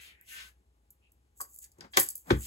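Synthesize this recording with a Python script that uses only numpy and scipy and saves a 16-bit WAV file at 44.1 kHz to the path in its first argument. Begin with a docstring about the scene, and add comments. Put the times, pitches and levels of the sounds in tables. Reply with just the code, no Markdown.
"""Small glass seed beads tick, slide and rattle in a plastic tube that is picked up, tapped and set down.
Each tick is a dry crack with a trace of glassy ring; sliding beads make a grainy fizz. Knocks ring the
tube and thump the table top. Skin brushes and catches on skin, a hand or the tube drags on the table,
and a quiet room hums. Two microphone ports share the bass; the left treble is delayed and inverted."""
import sys
import numpy as np
from scipy import signal
from scipy.fft import rfft, irfft, next_fast_len
from scipy.io import wavfile
from scipy.ndimage import uniform_filter1d

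SR = 44100
rng = np.random.default_rng(int(sys.argv[2]) if len(sys.argv) > 2 else 0)


def to_wav(sig):
    """Store sig (one row per channel, or 1-D mono) as 16-bit WAV at the path in sys.argv[1].

    Samples outside -1..1 are clipped; the rate is SR.
    """
    pcm = np.clip(np.atleast_2d(sig), -1, 1) * 32767
    pcm = np.round(pcm).astype(np.int16)
    wavfile.write(sys.argv[1], SR, pcm.T)  # frames by channels


N = 108882
T = np.arange(N) / SR

# Colour of the room tone: (frequency [Hz], level [dB])
AIR_SPECTRUM = [(20, -11), (40, -6), (64, 0), (150, -17.5), (250, -19.5), (400, -21), (550, -27),
                (830, -28), (950, -28.5), (3000, -37), (6000, -41.5), (9000, -35), (16000, -49.5)]
# Reverb decay: (frequency [Hz], t60 [s])
ROOM_DECAY = [(200, 0.16), (2000, 0.19), (10000, 0.16)]
# Envelopes of low rubbing: two for the low body of the opening skin swish, then two drags on the table:
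# (time [s], level [dB])
RUB_STROKES = [
    [(0.0, -76), (0.08, -72), (0.16, -84)],
    [(0.27, -82), (0.36, -69.5), (0.45, -74), (0.52, -90)],
    [(1.73, -93), (1.76, -81), (1.79, -66.5), (1.85, -51), (1.875, -64), (1.9, -102)],
    [(2.22, -91), (2.27, -58), (2.3, -42.5), (2.32, -40.5)],
]
# Colour of the low rubbing: (frequency [Hz], level [dB])
RUB_SPECTRUM = [(90, -42.5), (150, -2.5), (400, -9.5), (1000, -9), (2200, -16.5), (2900, -26.5),
                (5000, -27), (9000, -42)]
# One curve per skin stroke; only the first gets hiss:
# (time [s], level [dB], hiss offset [dB], centre [Hz], width [octaves])
SKIN_STROKES = [
    [(0.0, -51.5, -13.5, 2037, 0.63), (0.018, -55.5, 1, 2060, 0.57), (0.078, -54, -6.5, 2380, 0.74),
     (0.172, -67, -19.5, 1860, 0.36), (0.222, -64.5, -25, 1830, 0.38), (0.26, -74, 7.5, 2310, 0.34),
     (0.288, -55.5, 1.5, 2670, 0.52), (0.33, -51.5, 3, 1970, 0.56), (0.408, -46.5, -11, 2260, 1),
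     (0.488, -62, 1, 1670, 1), (0.548, -100, 6, 1790, 0.12), (0.6, -96, 5, 2260, 0.62)],
    [(1.6, -100, 32, 3370, 0.5), (1.612, -88, 33, 3280, 0.59), (1.628, -68.5, 20, 3280, 0.76),
     (1.662, -76, 17, 2430, 1), (1.7, -114, 24, 2040, 0.45)],
    [(2.36, -84, -3, 1945, 0.63), (2.404, -66, 13, 1760, 1), (2.426, -58.5, -14, 2680, 0.94),
     (2.436, -54.5, 9, 3220, 1), (2.469, -50, 9, 3330, 0.94)],
]
# Colour of the skin hiss: (frequency [Hz], level [dB])
SKIN_HISS_SPECTRUM = [(2500, -37), (4000, -9.5), (6500, -2), (10000, 2), (12500, -1.5), (16000, -6.5)]
# Skin catching: (time [s], length [s], level [dB], centre [Hz], width [Hz])
SKIN_SQUEAKS = [(1.01, 0.091, -72, 2640, 510), (1.932, 0.055, -52.5, 3600, 180),
                (1.932, 0.028, -54.5, 4800, 320), (0.273, 0.23, -54.5, 1534, 58),
                (0.425, 0.11, -67.5, 1700, 69), (0.287, 0.14, -57.5, 1800, 52),
                (0.27, 0.2, -61.5, 2800, 58), (0.0, 0.14, -66, 3200, 190), (1.62, 0.058, -71, 1830, 470)]
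# Table top modes: (frequency [Hz], level [dB], t60 [s])
TABLE_MODES = [(63.95, -6, 0.24), (81.4, -13, 0.15), (91.7, -1.5, 0.2), (107.4, -0.5, 0.16),
               (140.7, -3.5, 0.16), (213.5, -6, 0.23), (294.7, -3.5, 0.13), (349.2, 9.5, 0.061),
               (380, 0, 0.053), (516.3, -2.5, 0.051)]
# Plastic tube modes: (frequency [Hz], level [dB])
TUBE_MODES = [(560, -6.5), (775, -1.5), (915, -8.5), (1134, -0.5), (1540, 6), (1710, 0.5), (1830, 4),
              (2010, 1.5), (2260, -1.5), (2580, -11.5), (3280, 6.5), (3540, -8), (4060, -0.5), (4920, -9.5)]
# Blows on tube and table: (time [s], tube level [dB], tube centre [Hz], tube width [Hz],
# tube noise t60 [s], table level [dB], table bass tilt [dB per octave down], table rise [s])
KNOCK_HITS = [(1.4022, -18, 1140, 167, 0.047, -58, -5.5, 0.012),
              (1.406, -35, 670, 515, 0.12, -71, -7, 0.0057),
              (1.447, -50, 1150, 600, 0.056, -80, -12, 0.004),
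              (1.783, -57, 700, 700, 0.054, -54.5, 1, 0.0061),
              (1.808, -44, 1776, 1180, 0.1, -60.5, -12, 0.0018),
              (1.933, -39.5, 2800, 3000, 0.45, -63, -9.5, 0.018),
              (1.948, -45.5, 650, 400, 0.061, -63, -4, 0.006),
              (1.964, -31, 700, 900, 0.12, -46, -15.5, 0.0046),
              (1.971, -11, 1830, 2500, 0.076, -29, -5, 0.004),
              (1.979, -12.5, 700, 800, 0.053, -38.5, -14.5, 0.0015),
              (2.016, -34, 900, 1200, 0.033, -50.5, -5, 0.0068),
              (2.304, -8, 1400, 1360, 0.049, -24, -1, 0.00925),
              (2.3072, -15.5, 1520, 1000, 0.021, -18.5, -3, 0.0035),
              (2.3135, -23, 1540, 1520, 0.047, -36.5, -1, 0.0022),
              (2.323, -68, 800, 800, 0.1, -30, 7.5, 0.0042)]
# Resonances of the bead-filled tube: (frequency [Hz], level [dB], t60 [s])
GLASS_MODES = [(3560, -2, .05), (4720, 6, 0.026), (6620, -11.5, 0.012), (7360, -4.5, 0.021),
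               (8010, -5.5, 0.18), (10030, -0.5, 0.043), (11530, -9.5, .04), (12370, 2.5, 0.041),
               (14100, 0, 0.033)]
# Envelope of the sliding beads: (time [s], level [dB])
SLIDE_ENVELOPES = [
    [(1.34, -101), (1.375, -60), (1.41, -52.5), (1.45, -100), (1.49, -61.5), (1.54, -57.5), (1.6, -61.5),
     (1.63, -46.5), (1.66, -64.5), (1.69, -79), (1.76, -85), (1.82, -82), (1.9, -89), (1.93, -56.5),
     (1.96, -90), (1.975, -34), (2.03, -37.5), (2.06, -50.5), (2.12, -61.5), (2.135, -72), (2.19, -58),
     (2.24, -69), (2.3, -54.5), (2.36, -56.5), (2.42, -43), (2.47, -44)],
]
# Colour of their fizz: (frequency [Hz], level [dB])
SLIDE_SPECTRUM = [(3000, -36), (5400, -22), (6500, -4), (7700, 0), (10000, -3), (12500, -3), (16000, -6)]
# Bead impacts: (time [s], level [dB], crack t60 [s], centre [Hz])
BEAD_TICKS = [(0.2117, -28, 0.0055, 12500), (0.9045, -40, 0.029, 10200), (1.1187, -46, 0.023, 11200),
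              (1.3745, -67, 0.026, 8400), (1.4057, -26, 0.06, 8700), (1.413, -18.5, 0.026, 10200),
              (1.4152, -22, 0.031, 10700), (1.42, -52, 0.022, 9380), (1.4225, -33, 0.016, 8600),
              (1.543, -44, 0.075, 10800), (1.561, -30.5, 0.012, 11100), (1.5736, -42, 0.015, 9400),
              (1.5872, -26, 0.019, 10400), (1.627, -57, 0.042, 7500), (1.641, -34.5, 0.044, 7600),
              (1.717, -47.5, 0.04, 8150), (1.7847, -50, 0.033, 7360), (1.8072, -29.5, .025, 4760),
              (1.9668, -23, 0.27, 7000), (1.9705, -2.5, 0.0155, 5150), (1.9711, 1.5, 0.0094, 11110),
              (1.972, -4, 0.024, 5560), (1.994, -11, 0.068, 11000), (1.999, -6.5, 0.022, 9000),
              (2.006, -10, 0.042, 11000), (2.0298, -17.5, 0.053, 11400), (2.062, -26, 0.035, 9100),
              (2.087, -16, 0.027, 9170), (2.1027, -23, 0.036, 9740), (2.108, -24.5, 0.018, 9770),
              (2.1105, -37.5, 0.027, 10500), (2.139, -48, .015, 10600), (2.1534, -29, 0.039, 10300),
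              (2.1546, -20.5, 0.024, 11400), (2.156, -30.5, 0.012, 11000), (2.1774, -34.5, .03, 11500),
              (2.1785, -30.5, 0.024, 12400), (2.3073, -39, 0.017, 3520)]


def amp(db):
    """dB to gain."""
    return 10 ** (np.asarray(db) / 20)


def unit(x):
    """Normalise to rms 1."""
    return x / np.sqrt(np.mean(x ** 2) + 1e-20)


def along(points, hz):
    """Read a (frequency, value) curve on a log frequency axis."""
    f, v = np.transpose(points)
    return np.interp(np.log(hz + 1), np.log(f + 1), v)


def peak(f, hz, width_hz):
    """Response at f of one resonance centred on hz."""
    return 1j * f * width_hz / (hz ** 2 - f * f + 1j * f * width_hz)


def filtered(x, response):
    """EQ x with a complex frequency response."""
    m = next_fast_len(x.shape[-1] + 8192)
    return irfft(rfft(x, m) * response(np.fft.rfftfreq(m, 1 / SR)), m)[..., :x.shape[-1]]


def fader(strokes, db_cols=(1,)):
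    """Gain ride from the strokes' summed dB columns, silent between strokes."""
    return sum(amp(np.interp(T, rows[:, 0], rows[:, db_cols].sum(1), left=-120, right=-120))
               for rows in map(np.array, strokes))


def grit(spectrum, grainy_db, grain_s):
    """Stereo noise of rms 1, roughened by tiny uneven grains."""
    grains = uniform_filter1d(rng.exponential(size=N), max(1, int(grain_s * SR)))
    noise = rng.standard_normal((2, N)) * amp(grainy_db * unit(grains - grains.mean()))
    return unit(filtered(noise, lambda f: amp(along(spectrum, f)) * (f > spectrum[0][0])))


def ring(hz, db, t60, t, spread_db):
    """Damped modes, with their own level and phase at each port."""
    level = db[:, None] + spread_db * rng.standard_normal((2, len(hz), 1)) - 60 * t / t60[:, None]
    cycles = hz[:, None] * t + rng.random((2, len(hz), 1))
    return (amp(level) * np.sin(2 * np.pi * cycles)).sum(1)


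def add(track, start_s, sound):
    """Mix a sound in at start_s."""
    i = round(start_s * SR)
    track[:, i:i + sound.shape[1]] += sound[:, :N - i]


def room_tone(hum_hz=60.6, hum_width_hz=5.3, tone_hz=830):
    """The bed: soft air, a fuzzy mains hum and a faint steady tone."""
    air = grit(AIR_SPECTRUM, grainy_db=0.4, grain_s=0.03)
    hum = unit(filtered(rng.standard_normal(N), lambda f: 1 / (1 + ((f - hum_hz) / hum_width_hz) ** 2)))
    return amp(-69.5) * air + amp(-64) * hum + amp(-90.5) * np.sin(2 * np.pi * tone_hz * T)


def room_reverb(x):
    """A short room tail in which each frequency dies at its own speed."""
    hz, t, spectra = signal.stft(rng.standard_normal((2, SR // 3)), SR, nperseg=256)
    decay = amp(-60 * t / along(ROOM_DECAY, hz)[:, None])
    tail = signal.istft(spectra * decay, SR, nperseg=256)[1]
    predelayed = np.pad(x, ((0, 0), (300, 0)))
    return signal.fftconvolve(predelayed, tail / np.linalg.norm(tail[0]), axes=1)[:, :N]


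def low_rub():
    """Low, grainy friction: the body of the opening skin swish, then hand or tube dragging on the table."""
    return fader(RUB_STROKES) * grit(RUB_SPECTRUM, grainy_db=2, grain_s=0.004)


def skin_brush(patchy_db=2.0):
    """Skin on skin: patchy friction noise in a sweeping band, with hiss on the first stroke."""
    times, _, _, centres, widths = np.concatenate(SKIN_STROKES).T
    hz, t, spectra = signal.stft(rng.standard_normal((2, N)), SR, nperseg=512)
    offset = np.log2((hz[:, None] + 1) / np.interp(t, times, centres)) / np.interp(t, times, widths)
    band = np.exp(-(offset * np.where(offset < 0, 1.4, 1)) ** 2 / 2)  # steeper on the low side
    patches = uniform_filter1d(rng.standard_normal(spectra.shape[1:]), size=9, axis=1)
    gain = amp(patchy_db * unit(patches)) * band
    gain /= np.sqrt(np.mean(gain ** 2, axis=0))  # level holds through the sweep
    body = signal.istft(spectra * gain, SR, nperseg=512)[1][:, :N]
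    hiss = grit(SKIN_HISS_SPECTRUM, grainy_db=0.5, grain_s=0.0027)
    return fader(SKIN_STROKES) * body + fader(SKIN_STROKES[:1], db_cols=(1, 2)) * hiss


def skin_squeaks():
    """Skin catches briefly, and one fuzzy resonance swells and fades."""
    out = np.zeros((2, N))
    for start, length, db, hz, width_hz in SKIN_SQUEAKS:
        band = unit(filtered(rng.standard_normal((2, N)), lambda f: peak(f, hz, width_hz) ** 2))
        out += amp(db) * band * np.sin(np.pi * np.clip((T - start) / length, 0, 1))
    return out


def knocks():
    """A blow rings the plastic tube around its centre pitch and thumps the table top."""
    out, t = np.zeros((2, N)), np.arange(SR // 2) / SR
    mode_hz, mode_db = np.transpose(TUBE_MODES)
    for start, tube_db, centre_hz, width_hz, t60, table_db, tilt_db, rise in KNOCK_HITS:
        modes = ring(mode_hz, mode_db, 0.6 * t60 * np.sqrt(1000 / mode_hz), t, spread_db=3)
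        clack = amp(-60 * t / t60) * rng.standard_normal((2, len(t)))
        band = lambda f: peak(f, centre_hz, width_hz) * peak(f, centre_hz, 3 * width_hz)
        tube = filtered(0.35 * modes + clack, band)
        tube *= 1 - np.exp(-t / (0.27 * rise))  # the tube speaks faster than the table
        thump = sum(amp(db + tilt_db * np.log2(350 / hz) - 60 * t / decay) * np.sin(2 * np.pi * hz * t)
                    for hz, db, decay in TABLE_MODES)
        thump *= 1 - np.exp(-(t / rise) ** 2)
        add(out, start, amp(tube_db) * tube + amp(table_db) * thump)
    return out


def glassy(x, spread_db, direct=1.23, colour=1.3):
    """Colour x with the resonances of the bead-filled tube, each at a randomised level."""
    gains = colour * amp(spread_db * rng.standard_normal(len(GLASS_MODES)))
    return filtered(x, lambda f: direct + sum(gain * amp(db) * peak(f, hz, width_hz=350)
                                              for gain, (hz, db, _) in zip(gains, GLASS_MODES)))


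def bead_slide():
    """Beads sliding in the tube blur into a glassy fizz."""
    fizz = grit(SLIDE_SPECTRUM, grainy_db=2.5, grain_s=0.002)
    return fader(SLIDE_ENVELOPES) * unit(glassy(fizz, spread_db=1))


def bead_ticks(rise_s=0.00024, ring_db=-27):
    """Each bead impact is a dry crack with a trace of glassy ring, band-passed around its centre."""
    out, t = np.zeros((2, N)), np.arange(SR // 8) / SR
    mode_hz, mode_db, mode_t60 = np.transpose(GLASS_MODES)
    for start, db, t60, centre_hz in BEAD_TICKS:
        envelope = amp(-60 * t / t60) * (1 - np.exp(-t / rise_s))
        crack = glassy(envelope * rng.standard_normal((2, len(t))), spread_db=4)
        tick = crack + amp(ring_db) * ring(mode_hz, mode_db, mode_t60, t, spread_db=3)
        low_cut = lambda f: (1j * f / (0.5 * centre_hz + 1j * f)) ** 6
        high_cut = lambda f: 1 / (1 + 1j * f / (2 * centre_hz)) ** 4
        band = lambda f: peak(f, centre_hz, 1.3 * centre_hz) ** 2 * low_cut(f) * high_cut(f)
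        add(out, start, amp(db) * filtered(tick, band))
    return out


def scene():
    """Beads, knocks and hands up close, with a little reverb over the room tone."""
    close = bead_ticks() + bead_slide() + knocks() + low_rub() + skin_brush() + skin_squeaks()
    return close + amp(-9) * room_reverb(close) + room_tone()


def record(dry, bass_lead_s=0.0005, treble_lag_s=1 / 4600):
    """Two ports: shared bass with the left early, separate mids, shared treble with the left late."""
    bass = lambda f: 1 / (1 + (f / 900) ** 4)  # share of the power
    treble = lambda f: np.clip((f - 5800) / 1000, 0, 1)
    lean_left = lambda db: amp([[db], [-db]])
    mids = filtered(dry, lambda f: np.sqrt(np.clip(1 - bass(f) - treble(f), 0, 1)) * lean_left(2.3))
    bass_pan = lambda f: lean_left(0.6) * np.exp([[1j], [-1j]] * f * np.pi * bass_lead_s)
    # the left treble is also inverted
    treble_pan = lambda f: np.array([-np.exp(-2j * np.pi * f * treble_lag_s), np.ones_like(f)])
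    shared = filtered(dry[0], lambda f: np.sqrt(bass(f)) * bass_pan(f)
                      + np.sqrt(treble(f)) * treble_pan(f))
    high_cut = lambda f: np.sin(np.pi / 2 * np.clip((16100 - f) / 500, 0, 1)) ** 2
    low_cut = lambda f: (1j * f / (30 + 1j * f)) ** 6
    return filtered(mids + shared, lambda f: high_cut(f) * low_cut(f))


dry = scene()
out = record(dry)
to_wav(out)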